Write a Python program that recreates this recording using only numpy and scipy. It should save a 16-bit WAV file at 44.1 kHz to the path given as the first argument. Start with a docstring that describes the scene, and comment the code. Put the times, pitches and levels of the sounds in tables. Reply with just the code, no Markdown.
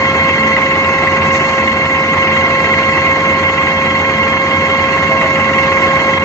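"""A crawler drill rig at a quarry face, heard some metres away through a two-port microphone.
From the start fans roar, pumps hum, the diesel drones on its engine orders and screw lobes whine in harmonics.
The air hammer clanks at 21 to 23 blows a second, exciting the modes of the steel rod; air hisses in puffs.
Noise jets spurt at 0.45 s and 1.3 s; the whine sags by 1.85 s and creeps back up until 5.8 s.
The level dips briefly at 4.4 s and 6.2 s; gliding sines squeal from 5.1 s and groan at 5.75 s; the hammer races last."""
import sys
import numpy as np
from scipy import signal
from scipy.fft import rfft, irfft
from scipy.io import wavfile

SR = 44100
rng = np.random.default_rng(int(sys.argv[2]) if len(sys.argv) > 2 else 0)


def generate_wav(sig):
    """Save sig (samples, or channels by samples) to the path in sys.argv[1] as 16-bit PCM at SR."""
    pcm = np.round(np.clip(np.atleast_2d(sig).T, -1, 1) * 32767).astype(np.int16)
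    wavfile.write(sys.argv[1], SR, pcm)


N = 275184
TIME = np.arange(N) / SR
FREQS = np.maximum(np.arange(N // 2 + 1) * SR / N, 1)


def from_db(db):
    """Decibels to gain."""
    return 10 ** (np.asarray(db) / 20)


def rms_one(x):
    """Scale to rms 1."""
    return x / np.sqrt(np.mean(x ** 2) + 1e-20)


def in_time(rows):
    """The columns of a curve table at every sample."""
    s, *columns = np.transpose(rows)
    return [np.interp(TIME, s, column) for column in columns]


def in_frequency(rows):
    """The columns of a spectrum table at every frequency, joined along a logarithmic axis."""
    hz, *columns = np.transpose(rows)
    return [np.interp(np.log(FREQS), np.log(hz), column) for column in columns]


def drift(rate, slowest=0.92):
    """Random wander of spread 1, between about `slowest` and `rate` changes a second."""
    shape = FREQS ** 2 / (FREQS ** 2 + slowest ** 2) / (1 + (FREQS / rate) ** 2)
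    return rms_one(irfft(rfft(rng.standard_normal(N)) * shape, N))


def turns(hz):
    """Cycles done so far at a changing rate."""
    return np.cumsum(hz * np.ones(N)) / SR


def tone(cycles):
    """A sine of rms 1 with a chance starting phase."""
    return np.sqrt(2) * np.sin(2 * np.pi * (cycles + rng.random()))


def resonance(x, hz, width):
    """Two-pole resonance with gain 1 on top."""
    r = np.exp(-np.pi * width / SR)
    feed = np.array([1, 0, -1]) * (1 - r * r) / 2
    feedback = [1, -2 * r * np.cos(2 * np.pi * hz / SR), r * r]
    return signal.lfilter(feed, feedback, x)


def dying(kicks, fall_s):
    """Every kick starts an exponential fall."""
    return signal.lfilter([1], [1, -np.exp(-1 / (fall_s * SR))], kicks + 1e-18)


def gate(start, length, edge_s):
    """Attack, hold and release of one event."""
    return np.clip(np.minimum(TIME - start, start + length - TIME) / edge_s, 0, 1)


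def sides(amount):
    """Half of an amount to the left, minus half to the right."""
    return np.array([[.5], [-.5]]) * amount


# the sound field at the two microphone ports:
# (frequency [Hz], coherence [-1 to 1], lead of the left [rad], left-right [dB])
PORTS = [(30, .86, 0, 0), (55, .8, 0, 0), (85, .55, 0, 0), (120, .88, 0, 0), (165, .85, 0, 0),
         (200, .985, 0, 0), (280, .995, 0, -.1), (410, .975, 0, -.2), (470, .87, -.1, -.3),
         (720, .9, 0, -.6), (1180, .86, 0, -1.1), (1550, .1, 1.2, -2.7), (1800, .2, 1.2, .2),
         (2000, .68, 0, .9), (2200, .35, 2.6, .6), (2650, .5, 1.9, .6), (3000, .8, 2.9, 1),
         (3600, .4, 2.5, 2.8), (4700, .12, 0, 3.5), (5600, .05, 0, .5), (6300, .5, 0, .1),
         (7400, .3, 0, 1.5)]


def at_ports(pair):
    """Two unrelated signals become a sound field: alike in the bass, opposed near 3 kHz."""
    alike, lead, pan_db = in_frequency(PORTS)
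    alike = np.clip(alike, -1, 1)
    mid, side = rfft(pair) * np.sqrt(np.array([1 + alike, 1 - alike]) / 2)
    ports = np.array([mid + side, mid - side])
    return irfft(ports * from_db(sides(pan_db)) * np.exp(1j * sides(lead)), N)


# the hammer's pace: (time [s], rate [blows/s])
HAMMER = [(0, 21.42), (0.9, 21.53), (1.6, 22.05), (2.2, 21.42), (5.8, 21.44), (6.24, 23.3)]
FIRST_STROKE = .12  # share of a stroke that passes before the first blow
STROKE_JITTER_S = 0.00119  # spread of the blows about their beat


def strokes(uneven_db):
    """One click for every stroke of the piston, scattered in timing and, by `uneven_db`, in strength."""
    pace, = in_time(HAMMER)
    at = np.flatnonzero(np.diff(np.floor(turns(pace) - FIRST_STROKE)))
    strength, late = np.clip(rng.standard_normal((len(at), 2)), -2, 2).T
    at = np.clip(at + (late * STROKE_JITTER_S * SR).astype(int), 0, N - 1)
    kicks = np.zeros(N)
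    kicks[at] = from_db(uneven_db * strength)
    return kicks


# flicker of narrow noise bands: (frequency [Hz], spread before the rises are capped [dB])
BAND_FLICKER = [(900, 0), (1150, 3), (2100, 3), (2400, 6.5), (3400, 6.5), (3700, 2.2), (5000, 2.2),
                (7400, 3.2)]
FLICKER_PER_S = 13  # how fast they flicker


def band_flicker(noise):
    """Random flicker in level, drawn separately for each narrow noise band."""
    depth_db, = in_frequency(BAND_FLICKER)
    spectrum = rfft(noise)
    band = np.digitize(FREQS, np.geomspace(1100, 7800, 26))
    out = np.zeros((2, N))
    for k in range(band.max() + 1):
        flicker = np.minimum(drift(FLICKER_PER_S, slowest=4.4), 1)  # sinks further than it rises
        out += irfft(spectrum * (band == k), N) * from_db(depth_db[band == k].mean() * flicker)
    return rms_one(out)


# colour of the fan and air noise: (frequency [Hz], relative density [dB per Hz])
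ROAR = [(25, -22.5), (55, -19), (120, -32.5), (300, -3.5), (380, -2), (480, -4.5), (570, -6), (1040, -2.5),
        (1170, -3.5), (1240, -9), (1340, -5), (1480, -8), (1750, -8.5), (2130, -5.5), (2320, -10.5),
        (2850, -18.5), (3170, -16), (3310, -20.5), (3420, -33.5), (3500, -19.5), (4150, -21.5), (4420, -27),
        (4800, -23.5), (5600, -27.5), (6300, -23.5), (7400, -30.5)]
# slow swell, in full on most of the whine and in part on the roar: (time [s], offset [dB])
LOUDNESS = [(0, -2), (0.7, -2.5), (1.3, -0.8), (1.85, -3.5), (2.4, -1.5), (3.3, -2.2), (3.85, -3.5),
            (5.1, -1.5), (5.35, -2), (5.88, 0.5), (6.24, -2.5)]
ROAR_FOLLOWS = 0.57  # share of that swell, in dB, taken by the roar and hiss
PUFF_SHARE = .05  # rms of the puffs against the steady hiss gain


def air(roar_db=-18.0, hiss_db=-18.5, churn_db=1.48):
    """Fans roar as coloured noise; above them the flushing air hisses, with puffs at the hammer's pace."""
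    loud_db, = in_time(LOUDNESS)
    colour_db, = in_frequency(ROAR)
    noise = band_flicker(irfft(rfft(rng.standard_normal((2, N))) * from_db(colour_db), N))
    roar = irfft(rfft(noise) / (1 + (FREQS / 3370) ** 16), N)  # below about 3.4 kHz
    puffs = rms_one(dying(strokes(uneven_db=2.5), .01))
    flicker_db = .45 * drift(14, slowest=3)
    hiss = (noise - roar) * (1 + PUFF_SHARE * puffs) * from_db(hiss_db + flicker_db)
    churn = drift(15, slowest=5)
    return (roar * from_db(roar_db + churn_db * churn) + hiss) * from_db(ROAR_FOLLOWS * loud_db)


# spurts of flushing air: (start [s], length [s], held level [dB rms])
SPURTS = [(0.45, 0.054, -35), (1.305, 0.095, -32), (1.385, .21, -38)]
SPURT_EDGE_S = .03  # attack and release
SPURT_HZ, SPURT_WIDTH_HZ = 6050, 1500  # centre and width of the hiss


def spurts():
    """Air escapes in short, bright jets of resonant noise."""
    jet = rms_one(resonance(rng.standard_normal((2, N)), SPURT_HZ, SPURT_WIDTH_HZ))
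    return jet * sum(from_db(db) * gate(s, length, SPURT_EDGE_S) for s, length, db in SPURTS)


# steady tones of the pumps and fans: (frequency [Hz], level before wavering [dB rms])
PUMPS = [(92.0, -33), (160, -38.5), (218.4, -29.5), (655.3, -40)]


def pumps(hunting=0.0029, waver_db=3.0):
    """Each pump and fan hums at its own nearly steady rate."""
    hum = np.zeros(N)
    for hz, db in PUMPS:
        cycles = turns(hz * (1 + hunting * drift(7.9)))
        hum += tone(cycles) * from_db(db + waver_db * drift(2.7))
    return hum


# engine orders; six cylinders fire at multiple 6:
# (multiple of the four-stroke cycle rate, level before unevenness and muffler [dB rms])
DIESEL = [(6, -37), (10, -39.5), (11, -38), (12, -38), (13, -40), (15, -43.5), (17, -42), (18, -40),
          (20, -39.5), (21, -41.5), (22, -43), (24, -43)]
CYCLE_HZ = 13.86
MUFFLER_HZ = 59  # the drone falls away below this


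def diesel(hunting=0.00416, uneven_db=8.5):
    """Unequal cylinders fill in the orders around the firing rate."""
    cycles = turns(CYCLE_HZ * (1 + hunting * drift(0.84)))
    drone = np.zeros(N)
    for order, db in DIESEL:
        uneven = np.minimum(drift(59, slowest=1.8), np.sqrt(2))
        drone += tone(order * cycles) * from_db(db + uneven_db * uneven)
    muffler = signal.butter(4, MUFFLER_HZ, "high", fs=SR, output="sos")
    return signal.sosfilt(muffler, drone)


# harmonics of the whine: (harmonic number, level before swells and flutter [dB rms])
WHINE = [(1, -19.5), (2, -17.5), (3, -28), (4, -17), (5, -51.5), (6, -29), (7, -55.5), (8, -41.5)]
# how each harmonic, in the same order, reaches the ports: (left-right [dB], lead of the left [rad])
PATHS = [(-0.4, 0.15), (-2.2, 0.4), (-9, 1.9), (0, 2.36), (1.9, -2.1), (-1.7, -2.2), (3.4, -2.5),
         (13, -1.8)]
# compressor speed, sagging and creeping back: (time [s], lobe rate [Hz])
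SPEED = [(0, 536.6), (1.4, 537.5), (1.85, 535.6), (3.3, 537.1), (5.8, 539.0), (6.24, 538.5)]
# the fourth harmonic swells a little, and fades at the left port:
# (time [s], offset [dB], extra gain of the left [dB])
FOURTH = [(0, 1, -1.3), (0.7, 1.2, -2.2), (1, -0.5, -2.6), (1.7, -0.5, -2.4), (2.2, 1.3, -2.2),
          (3.0, 1.2, -2.6), (3.6, 0.3, -3.0), (4.4, 1, -5.5), (5.3, 1.2, -8.1), (5.8, 1.8, -7),
          (6.24, -0.5, -5.9)]
# the sixth harmonic comes and goes: (time [s], offset on top of LOUDNESS [dB])
SIXTH = [(0, -1), (0.63, -3), (0.74, -9.5), (1.35, -9), (1.52, -4), (1.8, -4.5), (1.92, -8), (2.25, -4),
         (2.45, -3), (2.8, -2.5), (3.25, -4.5), (3.8, -0.5), (4.84, -0.5), (4.95, -5.5), (5.98, -6),
         (6.1, 0), (6.24, -2)]
# the eighth harmonic comes and goes: (time [s], offset on top of LOUDNESS [dB])
EIGHTH = [(0, 1), (1.3, -3.5), (1.75, 1.5), (1.95, -4), (2.2, -3), (2.8, 1), (3.1, 0), (3.3, -2.5),
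          (4.0, 0), (4.9, -1), (5.05, -1.5), (5.35, -4), (5.5, -5.5), (5.65, -3), (5.85, -6), (6.05, -1),
          (6.24, -7)]
SCATTER = .045  # share of the first harmonic that arrives by stirred air


def compressor(wobble_hz=0.23, flutter_db=1.34, flutter_per_s=14):
    """Screw lobes chop the air into a harmonic whine; stirred air scatters the high harmonics most."""
    (hz,), (loud_db,) = in_time(SPEED), in_time(LOUDNESS)
    fourth_db, fourth_left_db = in_time(FOURTH)
    swell_db = {4: fourth_db, 6: loud_db + in_time(SIXTH)[0], 8: loud_db + in_time(EIGHTH)[0]}
    cycles = turns(hz + wobble_hz * drift(5.5))
    out = np.zeros((2, N))
    for (k, db), (pan_db, lead) in zip(WHINE, PATHS):
        stir = np.array([drift(flutter_per_s, slowest=3) for _ in range(5)])
        scattered = stir[:2] + 1j * stir[2:4]
        path = np.exp(1j * sides(lead)) + SCATTER * np.cbrt(k) * scattered
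        carrier = np.exp(2j * np.pi * (k * cycles + rng.random()))
        wave = np.sqrt(2) * np.real(path * carrier)
        if k == 4:
            wave[0] *= from_db(fourth_left_db)
        flutter = flutter_db * np.cbrt(k) * stir[-1]
        out += wave * from_db(db + flutter + sides(pan_db) + swell_db.get(k, loud_db))
    return out


# the rod squeals, then groans, in its guide:
# (start [s], length [s], first pitch [Hz], last pitch [Hz], held level [dB rms])
SQUEALS = [(5.095, 0.072, 656, 640, -24.5), (5.16, 0.13, 668, 642, -26), (5.278, 0.056, 644, 596, -26),
           (5.748, .135, 372, 364, -26)]
SQUEAL_EDGE_S = 0.012  # attack and release of a slip


def squeal(waver=0.003):
    """Steel rubbing in the guide sings in short slips, each falling in pitch."""
    out = np.zeros(N)
    wobble = 1 + waver * drift(60, slowest=10)
    for s, length, first_hz, last_hz, db in SQUEALS:
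        pitch = np.interp(TIME, [s, s + length], [first_hz, last_hz]) * wobble
        out += tone(turns(pitch)) * from_db(db) * gate(s, length, SQUEAL_EDGE_S)
    return out


# the bit meets hard rock: (time [s], strength above a usual blow [dB])
HARD_BLOWS = [(0.194, 5), (0.289, 7), (0.427, 7), (0.5646, 10), (0.617, 3.5), (0.9824, 4.5), (1.0715, 7),
              (1.348, 10.5), (1.395, 4), (1.6753, 5), (1.852, 4.5), (1.945, 4), (2.223, 3), (2.27, 4.5),
              (2.3645, 5.5), (2.4577, 2.5), (2.736, 4.5), (2.884, 2), (2.9736, 4.5), (3.2045, 2),
              (3.668, 5.5), (4.228, 0), (4.7475, 3.5), (4.8396, 5), (4.9289, 2.5), (5.115, 0.5),
              (5.2115, 4.5), (5.3556, 5.5), (5.443, 3), (5.5337, 6.5), (5.582, 3), (5.718, 3.5),
              (5.991, 5.5)]


def blows(bite):
    """The piston's strokes, as firm as the bite; hard rock gives blows of its own strength."""
    kicks = strokes(uneven_db=0.0) * bite / bite.mean()
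    for s, db in HARD_BLOWS:
        kicks[np.abs(TIME - s) < .02] = 0  # the hard blow replaces the usual one
        kicks[round(s * SR)] = from_db(db)
    return kicks


CLANK_HZ, CLANK_WIDTH_HZ = 1973, 280
CLANK_DB = -17.8  # peak on a usual blow


def clank(kicks):
    """The first stress wave of every blow leaves the rod as one short, sharp clank."""
    wave = resonance(kicks, CLANK_HZ, CLANK_WIDTH_HZ)
    wave = resonance(wave, CLANK_HZ, CLANK_WIDTH_HZ)
    return wave / np.abs(wave).max() * kicks.max() * from_db(CLANK_DB)


# ringing modes of drill rod and mast: (frequency [Hz], width [Hz], relative drive [dB])
ROD = [(923, 100, -11.5), (1348, 80, -9.5), (1816, 84, -10), (1874, 62, -6), (2000, 76, -0.5),
       (2091, 60, -0.5), (2210, 39, -0.5), (2424, 38, -3), (2440, 67, -9.5), (2618, 18, 4.5),
       (2726, 37, 1.5), (2800, 110, -5), (2844, 48, -7), (2960, 45, -6), (3630, 210, -21), (3830, 200, -20)]
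# how firmly the bit bites: (time [s], firmness before bite_follows scales it [dB])
BITE = [(0, 3), (1.0, 9), (1.6, -1), (2.3, 5), (2.95, 9), (3.3, 3.5), (4.55, 2), (4.9, 6.5), (5.6, 3.5),
        (6.24, -2)]
RING_FOLLOWS = .45  # share of a blow's extra dB that reaches the ringing modes
REBOUND_S, REBOUND_UNEVEN_DB = 0.035, -0.5  # delay of the piston's rebound; spread of its strength
# the rebound and the steady grinding in the low and high modes, against a blow
REBOUND_DB, GRIND_DB, HIGH_GRIND_DB = -11, -37, -36
HIGH_MODES_HZ, HIGH_MODE_SWING_DB = 2300, 7  # modes above this sink by up to twice the swing
MODE_DRIFT_PER_S = 13  # how fast the mode levels drift


def drill_rod(level_db=-21.0, mode_spread_db=1.5, chatter_share=0.03, chatter_s=0.0057, bite_follows=0.33):
    """Blows clank and ring the steel, joints chatter, the piston rebounds and the bit grinds on in between.
    Random drift makes the level of each high mode sink and return."""
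    bite = from_db(bite_follows * in_time(BITE)[0])
    hits = blows(bite)
    rebounds = np.roll(strokes(REBOUND_UNEVEN_DB), round(REBOUND_S * SR))
    kicks = hits ** RING_FOLLOWS * bite.mean() + rebounds * bite * from_db(REBOUND_DB)
    at = np.flatnonzero(kicks)
    friction = rng.standard_normal((2, N))
    chatter = chatter_share * dying(kicks, chatter_s)
    steel = np.zeros((2, N))
    for hz, width, db in ROD:
        grind_db, swing_db = GRIND_DB, 0.0
        if hz > HIGH_MODES_HZ:
            grind_db, swing_db = HIGH_GRIND_DB, HIGH_MODE_SWING_DB
        # each blow feeds each mode in its own way
        polarity, strength = rng.standard_normal((len(at), 2, 2)).T
        drive = (chatter + from_db(grind_db) * bite) * friction
        drive[:, at] += kicks[at] * np.sign(polarity) * from_db(mode_spread_db * strength)
        level_drift = np.tanh(drift(MODE_DRIFT_PER_S, slowest=4.7)) - 1.0
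        drive *= from_db(db + swing_db * level_drift)
        # the blow comes up from down the hole, so each ring takes a few ms to build
        steel += resonance(resonance(drive, hz, width), hz, width)
    return clank(hits + 1e-18) + at_ports(rms_one(steel) * from_db(level_db))


def scene():
    """The whole rig as it reaches the two ports."""
    background = at_ports(air() + spurts())
    engine = pumps() + diesel() + compressor()
    return background + engine + squeal() + drill_rod()


# the level dips briefly: (time [s], depth [dB], Gaussian width [s])
DIPS = [(4.389, 3.5, 0.0066), (6.192, 9, 0.0037)]
CUTOFF_HZ = 7620


def record(dry):
    """Brief dips in level, rounded peaks and a steep cut of the top."""
    dip_db = sum(depth * np.exp(-.5 * ((TIME - s) / width) ** 2) for s, depth, width in DIPS)
    x = dry * from_db(-dip_db)
    rounded = x / (1 + (x / .9) ** 8) ** (1 / 8)  # never beyond 0.9
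    steep = signal.ellip(12, .1, 80, CUTOFF_HZ, fs=SR, output="sos")
    return signal.sosfilt(steep, rounded)


dry = scene()
out = record(dry)
generate_wav(out)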